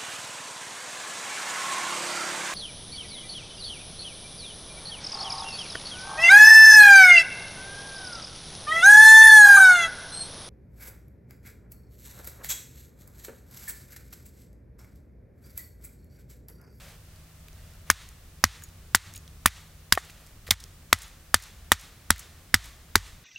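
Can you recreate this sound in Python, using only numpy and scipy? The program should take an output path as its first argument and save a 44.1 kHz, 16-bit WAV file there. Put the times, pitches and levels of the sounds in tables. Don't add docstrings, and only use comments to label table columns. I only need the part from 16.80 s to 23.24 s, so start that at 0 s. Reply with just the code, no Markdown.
import sys
import numpy as np
from scipy import signal
from scipy.fft import rfft, irfft, next_fast_len
from scipy.io import wavfile
from scipy.ndimage import map_coordinates

SR = 44100
rng = np.random.default_rng(int(sys.argv[2]) if len(sys.argv) > 2 else 0)


def generate_wav(sig):
    pcm = np.round(np.clip(np.atleast_2d(sig).T, -1, 1) * 32767).astype(np.int16)
    wavfile.write(sys.argv[1], SR, pcm)


def undo_db(level):
    steps = np.asarray(level, float) / 20
    return 10 ** steps


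N = 284004

# freq_hz, density_db_per_hz
RUMBLE_SPECTRUM = [(12, -34.5), (20, -0.5), (86, 3.5), (123, -7.5), (160, -8.5), (225, -17.5), (285, -25),
                   (311, -29.5), (400, -34), (520, -49.5), (880, -120)]
# freq_hz, density_db_per_hz
AIR_SPECTRUM = [(120, -23.5), (200, -7), (528, -11), (650, -12.5), (968, -17), (1150, -13.5), (2360, -18),
                (9000, -25), (11700, -44.5), (19800, -120)]
# middle_s, half_length_s, level_db
SOFT_SWELLS = [
    (0.051, .12, -52.5),
    (.86, .14, -60),
    (1.092, .03, -55),
    (3.38, .16, -59),
    (3.681, .014, -53),
    (5.597, 1.3, -63),
]
# freq_hz, density_db_per_hz
CLOTH_SPECTRUM = [(240, -51.5), (400, -27), (457, -10.5), (683, -8), (962, -15.5), (1690, -10.5),
                  (14000, -23)]
# level_under_blow_db, t60_s
TRUNK_DECAYS = [(-28.5, 0.24), (-43.5, 0.72)]
# freq_hz, density_db_per_hz
TRUNK_SPECTRUM = [(150, -20), (600, -11), (1200, -2), (1600, -3.5), (1900, 0.5), (2300, -3.5), (3100, -4),
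                  (3500, -1.5), (4000, -3), (4900, -6.5), (5800, -6), (6750, -7), (8000, -9), (16000, -22)]
# start_s, peak_db,
# pitch_hz
SPLINTER_TICKS = [(.36, -49.5, 4500), (.684, -42.5, 3460), (.73, -51, 7930), (.936, -53, 8500),
                  (1.289, -43, 10200), (1.888, -50, 8760), (2.338, -38.5, 10030), (2.377, -37.5, 9800),
                  (2.478, -44, 4500), (2.87, -55, 13000), (3.465, -47, 8000), (3.471, -48, 8000),
                  (3.684, -40, 4500), (3.7079, -6, 6000), (3.839, -34, 6600), (4.188, -30.5, 9900),
                  (4.28, -46.5, 9600), (5.381, -35, 12500)]
# start_s, peak_db, pitch_hz
BLADE_RASPS = [(1.836, -38, 11500), (2.348, -44.5, 4000), (2.358, -39.5, 11000), (2.363, -41.5, 4500),
               (3.151, -25, 3480), (3.248, -51, 12100), (3.296, -43, 3020), (3.302, -47, 9000),
               (3.666, -44, 3980), (3.675, -45, 4500), (3.801, -38, 6700), (4.218, -35, 8900),
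               (4.23, -41.5, 10000), (4.622, -34, 8400), (4.635, -38, 7750), (4.995, -37, 8100),
               (5.009, -41, 10000), (5.392, -31.5, 11500), (5.4, -43, 12000), (5.841, -41, 9000),
               (5.855, -44, 11000)]
# start_s, level_db
BLADE_PINGS = [
    (1.823, -46),
    (1.834, -45),
    (2.348, -42),
    (2.362, -40),
    (3.165, -39),
    (4.23, -43),
    (4.635, -55),
    (5.009, -54),
    (5.396, -48),
]
BLOW_S = [1.1008, 1.6394, 2.1479, 2.6584, 3.1235, 3.7085, 4.1282, 4.5423, 4.9178, 5.3045, 5.742, 6.155]
# knock_db, knock_hz, log_body_db, thump_db
BLOWS = [(1, 1410, -16, -26.5), (-0.5, 1260, -29, -22), (1.5, 1540, -30, -28.5), (0, 1300, -13, -24.5),
         (-2, 1620, -26.5, -25.5), (-16, 2400, -8, -25), (3, 1430, -20, -26), (1, 1400, -23, -25),
         (2, 1410, -16, -24.5), (-0.5, 1460, -10, -22), (4.5, 1815, -34, -21.5), (0.5, 1380, -31, -21)]
# freq_hz, level_db, t60_s
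STICK_MODES = [(1900, -9.5, 0.05), (1240, -12, 0.045), (2300, -12.5, 0.023)]
# freq_hz, level_db, t60_s, arrival_s
LOG_MODES = [(86.6, 1, 0.085, 0.0027), (53, -19.5, 0.21, 0.021), (147.4, -7.5, 0.062, 0.00058),
             (221.8, -4, 0.045, 0.00052)]
# strongest_colour_hz, fibre_burst_db, slow_tearing_db
CRACKS = [(3700, -4.5, -5.5), (4160, -5.5, -4), (5450, -16.5, -3.5), (5134, -9.5, -5), (5040, -6.5, -2.5),
          (5000, -9, -2), (6000, -8, -5), (4920, -4, -2), (5500, -0.5, -0.5), (5200, -9.5, -5),
          (5000, -5, -1.5), (4500, -4, -2)]
# freq_hz, width_hz, level_db
BLADE_MODES = [(3585, 390, -4), (5005, 440, -1), (5640, 450, -4), (6970, 99, -1.5), (8620, 1100, -1.5),
               (9470, 63, 1), (10510, 220, 7.5), (12500, 170, 3), (14680, 520, -25.5)]
# freq_hz, density_db_per_hz
SPLINTER_SPECTRUM = [(300, -33), (700, -14), (1480, -2.5), (1950, -2), (2700, -11), (3500, -6),
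                     (7000, -8.5), (16000, -21)]
# start_s, level_db
BARK_TOUCHES = [
    (2.1467, -26),
    (3.1222, -15),
    (3.7062, -26),
    (4.1268, -28),
    (5.303, -24),
    (5.7408, -34),
]
# start_s, peak_db, pitch_hz
FIBRE_SNAPS = [(1.107, -6, 2196), (1.1123, -7, 2130), (1.822, -45.5, 1660), (2.1535, -9.5, 6500),
               (2.1551, -5.5, 7980), (2.6613, -1.5, 1800), (2.6628, -6, 6870), (2.6725, -9.5, 2300),
               (2.676, -16, 2500), (2.682, -18.5, 2100), (3.128, -13, 9300), (3.1398, -16, 10800),
               (3.1507, -24.5, 7000), (3.152, -16, 2580), (3.671, -43, 1950), (3.679, -41, 1900),
               (3.688, -37, 480), (3.7107, 0, 3350), (3.72, -10.5, 1990), (4.1313, -9, 1900),
               (4.601, -37, 2110), (5.361, -34.5, 2000), (5.749, -8.5, 2000), (6.1589, -2.5, 392)]
# start_s, level_db
CHIP_LANDINGS = [
    (3.1752, 2.5),
    (3.689, -38),
]
# freq_hz, level_db, t60_s
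CHIP_MODES = [(480, -7, 0.0087), (747, 4.5, 0.0097), (1140, 1.5, 0.012), (1820, -3.5, 0.02),
              (3000, -16, .012), (3700, -22, .012)]
# freq_hz, density_db_per_hz
HISS_SPECTRUM = [(20, 0.5), (100, 4), (400, 0), (15000, -1)]

RUMBLE_DB, AIR_DB, HISS_DB = -50, -61, -57.5
DRONE_DB, DRONE_FADE_DB_PER_S = -58.5, -1.5
EARLIER_BLOW_S, EARLIER_BLOW_DB = .1, -8.5
TICK_T60_S, TICK_RISE_S = 0.0073, 0.00014
RASP_T60_S, RASP_RISE_S = 0.029, 0.0016
CRACK_LAG_S = .0011
SNAP_CYCLES, SNAP_CYCLES_POWER = 8.2, 0.75
CHIP_RISE_S = .0005


def unit(x):
    return x / np.sqrt(np.mean(x ** 2) + 1e-20)


def along(points, hz):
    f, v = np.transpose(points)
    return np.interp(np.log(hz + 1), np.log(f + 1), v)


def noise(spectrum, size):
    m = next_fast_len(size + 2048)
    gain = undo_db(along(spectrum, np.fft.rfftfreq(m, 1 / SR)))
    return unit(irfft(rfft(rng.standard_normal(m)) * gain, m)[:size])


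def wobble(rate_hz, size):
    knots = rng.standard_normal(int(size * rate_hz / SR) + 4)
    return map_coordinates(knots, [np.arange(size) * rate_hz / SR])


def tone(hz):
    return np.sin(2 * np.pi * np.cumsum(hz) / SR)


def ring(t, hz, db, t60_s, attack_s=.0001):
    t = np.maximum(t, 0)
    return undo_db(db - 60 * t / t60_s) * np.sin(2 * np.pi * hz * t) * (1 - np.exp(-t / attack_s))


def thin(x, low_hz):
    return signal.sosfilt(signal.butter(2, low_hz, "high", fs=SR, output="sos"), x)


def add(track, start_s, sound):
    track[round(start_s * SR):][:len(sound)] += sound


def background():
    t = np.arange(N) / SR
    rumble = undo_db(RUMBLE_DB + 1.5 * wobble(2.8, N)) * noise(RUMBLE_SPECTRUM, N)
    drone_db = DRONE_DB + DRONE_FADE_DB_PER_S * t + 1.3 * wobble(2.8, N)
    drone = undo_db(drone_db) * np.sqrt(2) * tone(157 + 1.2 * wobble(3.8, N))
    whine = undo_db(-72) * tone(640 + 5 * wobble(9.47, N)) * (t < 1.1)
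    moves = sum(undo_db(db) * np.sqrt(np.clip(1 - ((t - middle_s) / half_s) ** 2, 0, 1))
                for middle_s, half_s, db in SOFT_SWELLS)
    sleeve = moves * undo_db(0.58 * wobble(60, N)) * noise(CLOTH_SPECTRUM, N)
    air = undo_db(AIR_DB + 0.37 * wobble(1.4, N)) * noise(AIR_SPECTRUM, N)
    return rumble + drone + whine + sleeve + air


def trunks():
    out, t = np.zeros(N + SR), np.arange(int(.7 * SR)) / SR
    wash = sum(undo_db(db - 60 * t / t60_s) for db, t60_s in TRUNK_DECAYS) * (1 - np.exp(-t / 0.002))
    earlier = undo_db(EARLIER_BLOW_DB) * wash * noise(TRUNK_SPECTRUM, len(t))
    add(out, 0, earlier[round(EARLIER_BLOW_S * SR):])
    for start_s, (knock_db, *_) in zip(BLOW_S, BLOWS):
        scatter = undo_db(0.35 * knock_db) * wash * noise(TRUNK_SPECTRUM, len(t))
        slap = ring(t - .057, 1770, knock_db - 42, 0.039)
        add(out, start_s, scatter + slap)
    return out[:N]


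def ticks():
    out, t = np.zeros(N + SR), np.arange(SR // 8) / SR
    kinds = ((SPLINTER_TICKS, TICK_T60_S, TICK_RISE_S), (BLADE_RASPS, RASP_T60_S, RASP_RISE_S))
    for events, t60_s, rise_s in kinds:
        for start_s, db, hz in events:
            grit = noise([(hz / 3, -24), (hz / 1.72, -2), (hz * 0.9, -2), (hz * 2.3, -14)], len(t))
            add(out, start_s, undo_db(db + 5 - 60 * t / t60_s) * (1 - np.exp(-t / rise_s)) * grit)
    for start_s, db in BLADE_PINGS:
        add(out, start_s, ring(t, 6750, db, 0.096, 0.0053))
    return out[:N]


def chops():
    out, t = np.zeros(N + SR), np.arange(SR // 4) / SR
    for start_s, (knock_db, knock_hz, body_db, thump_db) in zip(BLOW_S, BLOWS):
        stick_detune = 1 + .04 * rng.standard_normal(len(STICK_MODES))
        log_detune = 1 + .04 * rng.standard_normal(len(LOG_MODES))
        knock = ring(t, knock_hz, knock_db + 1.5, 0.0075, .00005)
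        body = ring(t, 680, body_db, 0.0092, 0.00089)
        stick = sum(ring(t - .001, hz * detune, knock_db + db, t60_s, 0.0016)
                    for (hz, db, t60_s), detune in zip(STICK_MODES, stick_detune))
        thump = sum(-ring(t - wait_s, hz * detune, thump_db + db + 20.5, t60_s, 0.0013)
                    for (hz, db, t60_s, wait_s), detune in zip(LOG_MODES, log_detune))
        add(out, start_s, thin(knock + body + stick, low_hz=576) + thump)
    return out[:N]


def cracks():
    out, t = np.zeros(N + SR), np.arange(SR // 8) / SR
    burst, crackle = undo_db(-60 * t / .012), undo_db(-60 * t / .06)
    for start_s, (colour_hz, burst_db, tear_db) in zip(BLOW_S, CRACKS):
        chance = rng.standard_normal((len(BLADE_MODES), 3)) * [.02, 2, .0001]
        steel = np.zeros(len(t))
        for (hz, _, db), (bend, more_db, late_s) in zip(BLADE_MODES, chance):
            mode_db = db + more_db - 3 * np.log2(hz / colour_hz) ** 2
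            t60_s = .011 * (5000 / hz) ** 1.2
            steel += ring(t - abs(late_s), hz * (1 + bend), mode_db, t60_s)
        clumps = undo_db(3 * wobble(800, len(t)))
        fade = undo_db(burst_db) * burst + undo_db(tear_db) * crackle
        fibres = fade * clumps * noise(SPLINTER_SPECTRUM, len(t))
        add(out, start_s + CRACK_LAG_S, steel + fibres)
    t = t[:round(.0015 * SR)]
    for start_s, db in BARK_TOUCHES:
        graze = noise([(1500, -30), (6000, 0), (14000, -3)], len(t))
        add(out, start_s, undo_db(db - 5) * np.sqrt(t / t[-1]) * graze)
    return out[:N]


def snaps():
    out, t = np.zeros(N + SR), np.arange(SR // 20) / SR
    for start_s, db, hz in FIBRE_SNAPS:
        cycles = SNAP_CYCLES * (hz / 2000) ** SNAP_CYCLES_POWER
        click = ring(t, hz, db + 6, 3 * cycles / hz, 0.14 / hz)
        grit = undo_db(db + 13.5 - 20 * t * hz / cycles) * noise([(hz / 3, -20), (hz, 0), (hz * 2, -6)], len(t))
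        add(out, start_s, click + min(1, hz / 6000) * grit)
    for start_s, db in CHIP_LANDINGS:
        chip = sum(ring(t, hz, db + mode_db, t60_s, CHIP_RISE_S) for hz, mode_db, t60_s in CHIP_MODES)
        scuff_db = db - 28 - 60 * t / 0.086 + 2.5 * wobble(600, len(t))
        add(out, start_s, chip + undo_db(scuff_db) * noise(SPLINTER_SPECTRUM, len(t)))
    return thin(out[:N], low_hz=353)


def scene():
    mono = background() + trunks() + ticks() + chops() + cracks() + snaps()
    return np.array([mono, mono])


def low_pass(x):
    return signal.sosfilt(signal.butter(12, 17070, fs=SR, output="sos"), x)


def record(dry):
    live = dry + undo_db(HISS_DB) * np.array([noise(HISS_SPECTRUM, N), noise(HISS_SPECTRUM, N)])
    level_db = 20 * np.log10(np.abs(thin(dry[0], low_hz=2200)) + 1e-9)
    over_db = np.clip(3 * (level_db + 4), 0, 21)
    release_db = 190 * np.arange(N) / SR
    held_db = np.maximum(np.maximum.accumulate(over_db + release_db) - release_db, 0)
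    keep = np.exp(-1 / (0.0023 * SR))
    live = live * undo_db(-signal.lfilter([1 - keep], [1, -keep], held_db))
    clipped = live / (1 + np.abs(live / .74) ** 16) ** (1 / 16)
    m = next_fast_len(N)
    top_edge = [(15800, -0.5), (16200, -14.5), (16500, -40), (17000, -24.0), (17300, -87)]  # freq_hz, gain_db
    band = undo_db(along(top_edge, np.fft.rfftfreq(m, 1 / SR)))
    mix = irfft(rfft(clipped, m) * band, m)[:, :N]
    return low_pass(mix)


dry = scene()
out = record(dry)
generate_wav(out)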